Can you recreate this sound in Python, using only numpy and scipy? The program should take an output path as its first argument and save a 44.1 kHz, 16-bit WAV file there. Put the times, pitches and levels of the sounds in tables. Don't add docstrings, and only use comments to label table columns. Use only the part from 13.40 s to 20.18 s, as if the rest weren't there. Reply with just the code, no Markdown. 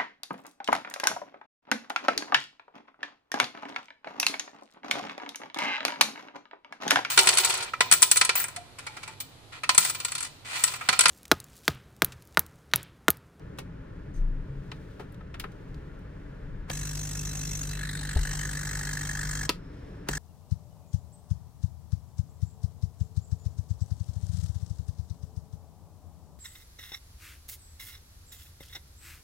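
import sys
import numpy as np
from scipy import signal
from scipy.fft import rfft, irfft
from scipy.io import wavfile
from scipy.ndimage import uniform_filter1d

SR = 44100
rng = np.random.default_rng(int(sys.argv[2]) if len(sys.argv) > 2 else 0)


def put_to_file(sound):
    columns = np.atleast_2d(sound).T
    safe = np.clip(columns, -1, 1)
    whole_steps = np.round(safe * 32767)
    wavfile.write(sys.argv[1], SR, whole_steps.astype(np.int16))


N = 298998

# on in seconds, off in seconds.
RUNS_S = [(3.3, 6.06), (6.68, 7.0)]
# multiple of mains, level in dB.
HUM = [(1, -40), (2, -48.5), (3, -40), (4, -65), (5, -57), (6, -68)]
# frequency in Hz, relative density in dB.
HISS_BASE = [(210, -43), (350, -7), (411, -17), (577, -31), (625, -5.5), (1330, -9.5), (1590, -20),
             (3400, -8), (3990, -11.5), (5170, -15), (6370, -2), (7370, -5), (11800, -10.5), (15200, -10.5),
             (16500, -45)]
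HISS_FRONT = [(210, -51), (350, -21), (453, -15), (568, -20), (850, -9), (1310, -7.5), (1700, -3),
              (2460, -36), (3630, -23), (4120, -7.5), (4470, -10.5), (7860, -6.5), (11600, -24),
              (15200, -15.5), (16500, -52)]
# frequency in Hz, width in Hz, relative level in dB.
OUTLET = [(1696, 210, 3), (1808, 204, -2.5), (1980, 110, -8), (1556, 180, -3.5), (1370, 150, -11)]
VALVE_BASE = [(5620, 220, -3), (6190, 300, 0), (6470, 300, -2), (6850, 400, -6), (7930, 300, -6),
              (8560, 250, -10)]
VALVE_FRONT = [(5600, 400, -6), (6350, 400, -1), (6800, 350, -5), (7270, 300, -3), (7750, 300, 0),
               (8000, 250, -1), (8600, 250, -6)]
SHELL_BASE = [(1510, 680, -5.5), (2060, 220, -3), (2630, 170, 0.5), (3480, 390, -6), (4000, 280, -1),
              (4720, 340, -2.5)]
SHELL_EDGE = [(2320, 310, -9.5), (3720, 130, -1), (4000, 650, 0), (4830, 180, -10.5), (7950, 450, 2),
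              (8920, 480, -1.5)]
SHELL_FRONT = [(845, 200, 0.5), (1252, 63, 3.5), (2690, 240, -1), (3230, 170, 2), (3440, 470, -2.5),
               (4300, 290, -14), (4910, 170, -1)]
# time in seconds, tilt in degrees (0 base-on, 90 front-on).
TILT = [(3.3, 15.7), (4.2, 10.4), (4.32, 18), (4.46, 27.6), (4.6, 62.3), (4.8, 64.2), (4.95, 66),
        (5.7, 66.4), (5.95, 110), (6.78, 90)]
# tilt in degrees, then shell, outlet, valve and hiss,
# all in dB before the run-time and side gains.
FACING = [(13.7, -47, -55, -40, -52.5), (23.9, -42, -41.5, -51.5, -56.5), (44.7, -43, -44, -60, -54.5),
          (61.9, -39, -45, -57, -56), (65.8, -43.5, -40.5, -42, -49.5), (90, -51.5, -40, -42, -48.5)]
# start in seconds, length in seconds,
# from Hz, to Hz, level in dB.
GAP = (4.5, .8, 2650, 3300, -50.5)
# start in seconds, level in dB, loudest at Hz,
# fall either side in dB per octave, t60 in seconds of a band from 1500 Hz, tick in dB re the burst.
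CLICKS = [(0.175, -51, 5500, 9, 0.05, -12), (0.185, -31, 1800, 3.5, 0.077, -16),
          (1.316, -24.5, 1880, 14, 0.043, -9), (1.595, -33.5, 690, 6, 0.13, -22),
          (1.604, -51, 2000, 2.5, 0.081, -20), (1.721, -52, 13000, 12, 0.055, -25),
          (1.743, -49.5, 4000, 8, 0.04, -20), (1.808, -45, 1250, 10, 0.04, -18),
          (1.941, -30.5, 1630, 10.5, 0.068, -19), (1.9965, -27.5, 12900, 10, 0.047, -30),
          (1.9975, -24, 2480, 11, 0.058, -28), (2.039, -27, 1080, 9, 0.06, -20),
          (2.118, -52, 5000, 8, 0.04, -8), (2.345, -53, 5000, 12, 0.035, 14),
          (2.591, -62, 9000, 5, 0.05, -5), (3.289, -56, 6000, 9, 0.03, -15)]
SNAPS = [(3.2986, -27, 1400, 2.2, 0.031, 2), (6.0930, -18.5, 3800, 4.8, 0.046, 17),
         (6.686, -22, 1790, 1.56, 0.024, -5)]
# lower edge in Hz, upper edge in Hz.
HIT_BANDS_HZ = [(90, 250), (250, 700), (700, 2000), (2000, 4500), (4500, 10000), (10000, 16000)]
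# frequency in Hz, relative level in dB, t60 in seconds.
CASE_MODES = [(336, -2, 0.035), (420, -7, 0.05), (997, -6.5, 0.038), (1292, -10, 0.072),
              (2700, -6.5, 0.036), (4610, 7, 0.008)]
# start in seconds, length in seconds, treble level in dB,
# dull share in dB re the treble.
RUSTLE = [(1.0, 0.95, -73, 3.5), (1.8, 1.0, -77.5, 0.1), (6.0, 0.83, -80.5, 7.5)]
# frequency in Hz, relative density in dB.
RUSTLE_TONE = [(1500, -30), (3000, -1), (6000, 0), (9000, -3), (10800, -1), (12500, -5), (15500, -6)]
# start in seconds, level in dB.
SQUEAK = (0.733, -63)
# frequency in Hz, width in Hz, relative level in dB.
CREAK = [(1040, 350, 0)]
# start in seconds, frequency in Hz, level in dB, rise constant in seconds, t60 in seconds.
WOBBLES = [(0.752, 28.5, -9.5, 0.043, 0.62), (1.02, 28.4, -24, 0.054, 0.84),
           (4.755, 37.9, -17, 0.017, 0.46), (4.7595, 70, -12.5, 0.00092, 0.15)]
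# start in seconds, level in dB, loudest at Hz.
KNOCKS = [(1.318, -36, 1060), (1.597, -30.5, 504), (1.806, -39.5, 1300), (1.943, -45, 1300),
          (2.042, -32, 1210), (2.046, -35.5, 450), (4.761, -26, 695), (6.687, -32.5, 400)]
# frequency in Hz, relative level in dB, t60 in seconds.
WOOD_MODES = [(411, 2.3, 0.078), (636, -5, 0.056), (724, 2.5, 0.032), (862, -3, 0.062), (1287, 1, 0.045)]
# frequency in Hz, relative density in dB.
SHOP = [(24, -29), (40, 2), (106, -1.5), (185, -1.5), (237, -15), (269, -7), (372, -16.5), (412, -11.5),
        (479, -15), (630, -18.5), (715, -31.5), (852, -23.5), (1760, -27), (2320, -33.5), (16000, -72.5)]
# frequency in Hz, width in Hz, level in dB.
DRONE = [(136.5, 5.4, -52.5), (290, 19.6, -60), (419, 92, -62), (1426, 150, -67.5), (1720, 210, -68.5)]
# frequency in Hz, likeness 0-1, lead of the left in radians.
ALIKE = [(60, 0.97, .05), (152, 0.99, .1), (309, 0.91, 0.56), (700, 0.07, 1.97), (1720, 0.86, 0.59),
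         (3240, 0.31, 1.24), (6950, 0.78, 1.76), (13000, 0.28, 2.35)]

MAINS_HZ = 50
STROKE_TURNS, HUM_PHASE_TURNS = 0.15, 0.33
PUFF_AT_TURNS, PUFF_RISE_TURNS, PUFF_HOLD_TURNS = 0.405, 0.21, 0.35
PUFF_FADE_DB_PER_TURN, LEAK_DB = -40.5, -20.5
STROKE_SCATTER_DB, PUFF_SCATTER_DB, OUTLET_SCATTER_DB = 0.9, 3.5, 2
SLAP_DB, SLAP_AT_TURNS, SLAP_JITTER_TURNS = -7, 0.1501, 0.0064
PUMP_PAN_DB, BENCH_PAN_DB, CAPSULE_PAN_DB = 0.1, 2.0, 0.92
CLICK_RISE_S, CLICK_RING_DB, CLICK_PAN_DB = 0.00059, -19, 1
SNAP_RISE_S, SNAP_RING_DB, SNAP_PAN_DB = 0.0011, -14.5, 0.5
CASE_RISE_S = 0.0009
SQUEAK_RISE_S, SQUEAK_HOLD_S, SQUEAK_T60_S = 0.0096, 0.047, 0.17
SEEP_DB, SEEP_RISE_S, SEEP_FADE_DB_PER_S = -71, 0.086, -12
CREAK_S, CREAK_DB = 0.027, -47
RUMBLE_DB, RUMBLE_SWAY_DB = -49.5, 3.5
KNOCK_RISE_S, KNOCK_FALL_DB_PER_OCTAVE = 0.0022, 11
SHOP_DB, SHOP_SWAY_DB, DRONE_SWAY_DB = -43.5, 0.37, 2.5
ROOM_T60_S, ROOM_DB = 0.17, -14.5
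TOP_HZ = 16200


def pump():
    t = np.arange(N) / SR
    turns = MAINS_HZ * t
    cycle, share = np.divmod(turns - PUFF_AT_TURNS, 1)
    opened_s = cycle / MAINS_HZ
    live = sum((opened_s >= on) & (opened_s < off) for on, off in RUNS_S)
    swing = signal.lfilter([1 / (0.0075 * SR)], [1, 1 / (0.0083 * SR) - 1], live)
    hum = magnet_hum(turns, swing)
    flow = air_flow(cycle, share, live, swing)

    tilt = curve(TILT)[0]
    degrees, *levels = np.transpose(FACING)
    shell_db, outlet_db, valve_db, hiss_db = (np.interp(tilt, degrees, db) for db in levels)
    front = np.clip(tilt / 90, 0, 1)
    base = 1 - front
    edge = np.sin(np.pi * front) ** 2

    air, jet = pair(N) * flow, pair(N) * flow
    hiss = unit(colour(air, HISS_BASE)) * base * undb(8.5)
    hiss = hiss + unit(colour(air, HISS_FRONT)) * front * undb(8)
    valve = blown(VALVE_BASE, jet, cycle) * base + blown(VALVE_FRONT, jet, cycle) * front
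    flat_shell = blown(SHELL_BASE, jet, cycle) * base + blown(SHELL_FRONT, jet, cycle) * front
    shell = flat_shell * (1 - edge) + blown(SHELL_EDGE, jet, cycle) * edge
    outlet_drive = unit(pair(N) * flow ** 1.7) + undb(SLAP_DB) * flap_slap(turns, live)
    outlet = blown(OUTLET, outlet_drive, cycle, OUTLET_SCATTER_DB)

    puffs = hiss * undb(hiss_db) + valve * undb(valve_db)
    puffs = puffs + outlet * undb(outlet_db) + shell * undb(shell_db) + gap_whistle(jet)
    return hum, panned(puffs * np.sqrt(np.mean(live)), PUMP_PAN_DB)


def magnet_hum(turns, swing):
    hum = 0
    for k, db in HUM:
        phase_turns = k * (turns - STROKE_TURNS) + HUM_PHASE_TURNS
        hum = hum + undb(db + 0.4 * walk(3)) * np.cos(2 * np.pi * phase_turns)
    return np.sqrt(2) * swing * hum


def air_flow(cycle, share, live, swing):
    opening = np.sin(np.pi / 2 * np.clip(share / PUFF_RISE_TURNS, 0, 1)) ** 2
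    fade = undb(PUFF_FADE_DB_PER_TURN * (share - PUFF_HOLD_TURNS).clip(0))
    flow = live * opening * fade + swing * undb(LEAK_DB)
    return unit(flow * undb(STROKE_SCATTER_DB * per_cycle(cycle, 1)[0]))


def flap_slap(turns, live):
    count = np.floor(turns - PUFF_AT_TURNS - SLAP_AT_TURNS + SLAP_JITTER_TURNS * walk(30))
    return unit(live * (np.diff(count, prepend=0) > 0))


def gap_whistle(jet):
    start, length, from_hz, to_hz, db = GAP
    hz = np.interp(np.arange(N) / SR, [start, start + length], [from_hz, to_hz])
    carrier = np.cos(2 * np.pi * np.cumsum(hz) / SR)
    return unit(uniform_filter1d(jet, size=110)) * carrier * undb(db) * swell(start, length)


def blown(modes, drive, cycle, scatter_db=PUFF_SCATTER_DB):
    out = 0
    for (hz, width, db), size in zip(modes, per_cycle(cycle, len(modes))):
        once = ring(drive * undb(scatter_db * size), [(hz, width, db)])
        out = out + ring(once, [(hz, width, 0)])
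    return unit(out)


def per_cycle(cycle, count):
    draws = rng.standard_normal((N * MAINS_HZ // SR + 2, count))
    return draws[cycle.astype(int) + 1].T


def hits(rows, rise_s, ring_db, pan_db):
    out, n = np.zeros((2, N + SR)), SR // 4
    t = np.arange(n) / SR
    case = sum(undb(db) * np.sin(2 * np.pi * hz * t) * decay(t, t60) for hz, db, t60 in CASE_MODES)
    case = case * attack(t, CASE_RISE_S)
    tick = np.sin(2 * np.pi * 4600 * t) * np.exp(-t / 0.0002)
    for start, level_db, top_hz, fall_db, t60, tick_db in rows:
        noise, burst = pair(n), 0
        for k, (lo, hi) in enumerate(HIT_BANDS_HZ):
            fade = attack(t, rise_s) * decay(t, t60 * (1500 / lo) ** 0.2)
            band = signal.butter(2, [lo, hi], "bandpass", fs=SR, output="sos")
            part = signal.sosfilt(band, noise * fade)
            band_db = -abs(fall_db * np.log2(np.sqrt(lo * hi) / top_hz))
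            burst = burst + (-1) ** k * undb(band_db) * part / np.abs(part).max()
        hit = burst + undb(tick_db) * (tick + undb(ring_db) * case)
        i = int(start * SR)
        out[:, i:i + n] += panned(undb(level_db) * hit, pan_db)
    return out[:, :N]


def hands():
    return rocker_creak() + cloth_rustle() + finger_squeak() + pressure_seep()


def rocker_creak():
    t = np.arange(N) / SR
    press = sum(swell(s - CREAK_S, 2 * CREAK_S) * (t < s) for s, *_ in SNAPS)
    return unit(ring(pair(N), CREAK)) * undb(CREAK_DB) * press


def cloth_rustle():
    grain = undb(1.2 * walk(90) + 0.8 * walk(12))
    bright = unit(colour(pair(N), RUSTLE_TONE))
    dull = unit(ring(pair(N), [(3300, 1700, 0)]))
    cloth = 0
    for start, length, db, dull_db in RUSTLE:
        cloth = cloth + undb(db) * swell(start, length) * (bright + undb(dull_db) * dull)
    return cloth * grain


def finger_squeak():
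    start, db = SQUEAK
    modes = [(6050, 300, 0), (9000, 700, -6), (4300, 3000, -8), (12500, 4000, -15)]  # Hz, width Hz, dB
    since = np.arange(N) / SR - start
    slide = np.clip(since / SQUEAK_RISE_S, 0, 1) ** 2 * decay((since - SQUEAK_HOLD_S).clip(0), SQUEAK_T60_S)
    return unit(ring(pair(N), modes)) * slide * undb(db)


def pressure_seep():
    t = np.arange(N) / SR
    rest = (t - RUNS_S[0][1]).clip(0) * (t < RUNS_S[1][0])
    level = attack(rest, SEEP_RISE_S) * undb(SEEP_DB + SEEP_FADE_DB_PER_S * rest)
    return unit(ring(pair(N), [(5250, 190, 0)])) * level


def bench():
    rumble = ring(ring(pair(N), [(29.4, 20, 0)]), [(29.5, 56, 0)])
    out = unit(rumble) * undb(RUMBLE_DB + RUMBLE_SWAY_DB * walk(4))
    out = out + sum(struck(*row) for row in WOBBLES)
    for start, level_db, top_hz in KNOCKS:
        for hz, db, t60 in WOOD_MODES:
            fall_db = KNOCK_FALL_DB_PER_OCTAVE * abs(np.log2(hz / top_hz))
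            out = out + struck(start, hz, level_db + db - fall_db, KNOCK_RISE_S, t60)
    return panned(out, BENCH_PAN_DB)


def struck(start, hz, db, rise_s, t60):
    t = (np.arange(N) / SR - start).clip(0)
    return undb(db) * attack(t, rise_s) * decay(t, t60) * np.sin(2 * np.pi * hz * t)


def shop():
    out = unit(colour(pair(N), SHOP)) * undb(SHOP_DB + SHOP_SWAY_DB * walk(2.69))
    for hz, width, db in DRONE:
        out = out + unit(ring(pair(N), [(hz, width, 0)])) * undb(db + DRONE_SWAY_DB * walk(4.08))
    return out


def room(x):
    t = np.arange(SR // 2) / SR
    tail = pair(len(t)) * decay(t, ROOM_T60_S) * (t > 0.004)
    tail = signal.lfilter([1], [1, -0.3], tail)
    wash = signal.fftconvolve(x, tail / np.linalg.norm(tail[0]), axes=1)[:, :N]
    return x + undb(ROOM_DB) * wash


def undb(db):
    return 10 ** (np.asarray(db) / 20)


def unit(x):
    return x / np.sqrt(np.mean(x ** 2))


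def attack(t, rise_s):
    return (1 - np.exp(-t / rise_s)) ** 2


def decay(t, t60):
    return 1000.0 ** (-t / t60)


def swell(start, length):
    return np.sin(np.pi * np.clip((np.arange(N) / SR - start) / length, 0, 1)) ** 2


def walk(rate_hz):
    k = int(SR / rate_hz)
    steps = np.repeat(rng.standard_normal(N // k + 1), k)
    return 1.55 * uniform_filter1d(uniform_filter1d(steps, k), k)[:N]


def curve(rows):
    s, *columns = np.transpose(rows)
    return [np.interp(np.arange(N) / SR, s, c) for c in columns]


def along(table, n, axis=1):
    table = np.transpose(table)
    bins_hz = np.arange(n // 2 + 1) * SR / n
    return np.interp(np.log(bins_hz + 1), np.log(table[0]), table[axis])


def pair(n):
    alike = np.clip(along(ALIKE, n), 0, 0.995)
    left, other = rfft(rng.standard_normal((2, n)))
    shared = left * np.exp(-1j * along(ALIKE, n, axis=2))
    right = alike * shared + np.sqrt(1 - alike ** 2) * other
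    return irfft([left, right], n)


def colour(x, table):
    n = x.shape[-1]
    return irfft(rfft(x) * undb(along(table, n)), n)


def ring(x, modes):
    out = 0
    for k, (hz, width, db) in enumerate(modes):
        b, a = signal.iirpeak(hz, hz / width, SR)
        out = out + (-1) ** k * undb(db) * signal.lfilter(b, a, x)
    return out


def panned(x, pan_db):
    return x * undb(np.array([pan_db, -pan_db]).reshape(2, -1) / 2)


def scene():
    hum, puffs = pump()
    clicks = hits(CLICKS, CLICK_RISE_S, CLICK_RING_DB, CLICK_PAN_DB)
    snaps = hits(SNAPS, SNAP_RISE_S, SNAP_RING_DB, SNAP_PAN_DB)
    return room(puffs + clicks + snaps) + hum + bench() + hands() + shop()


def record(dry):
    low_pass = signal.ellip(10, 0.2, 80, TOP_HZ, fs=SR, output="sos")
    return signal.sosfilt(low_pass, panned(dry, CAPSULE_PAN_DB))


dry = scene()
out = record(dry)
put_to_file(out)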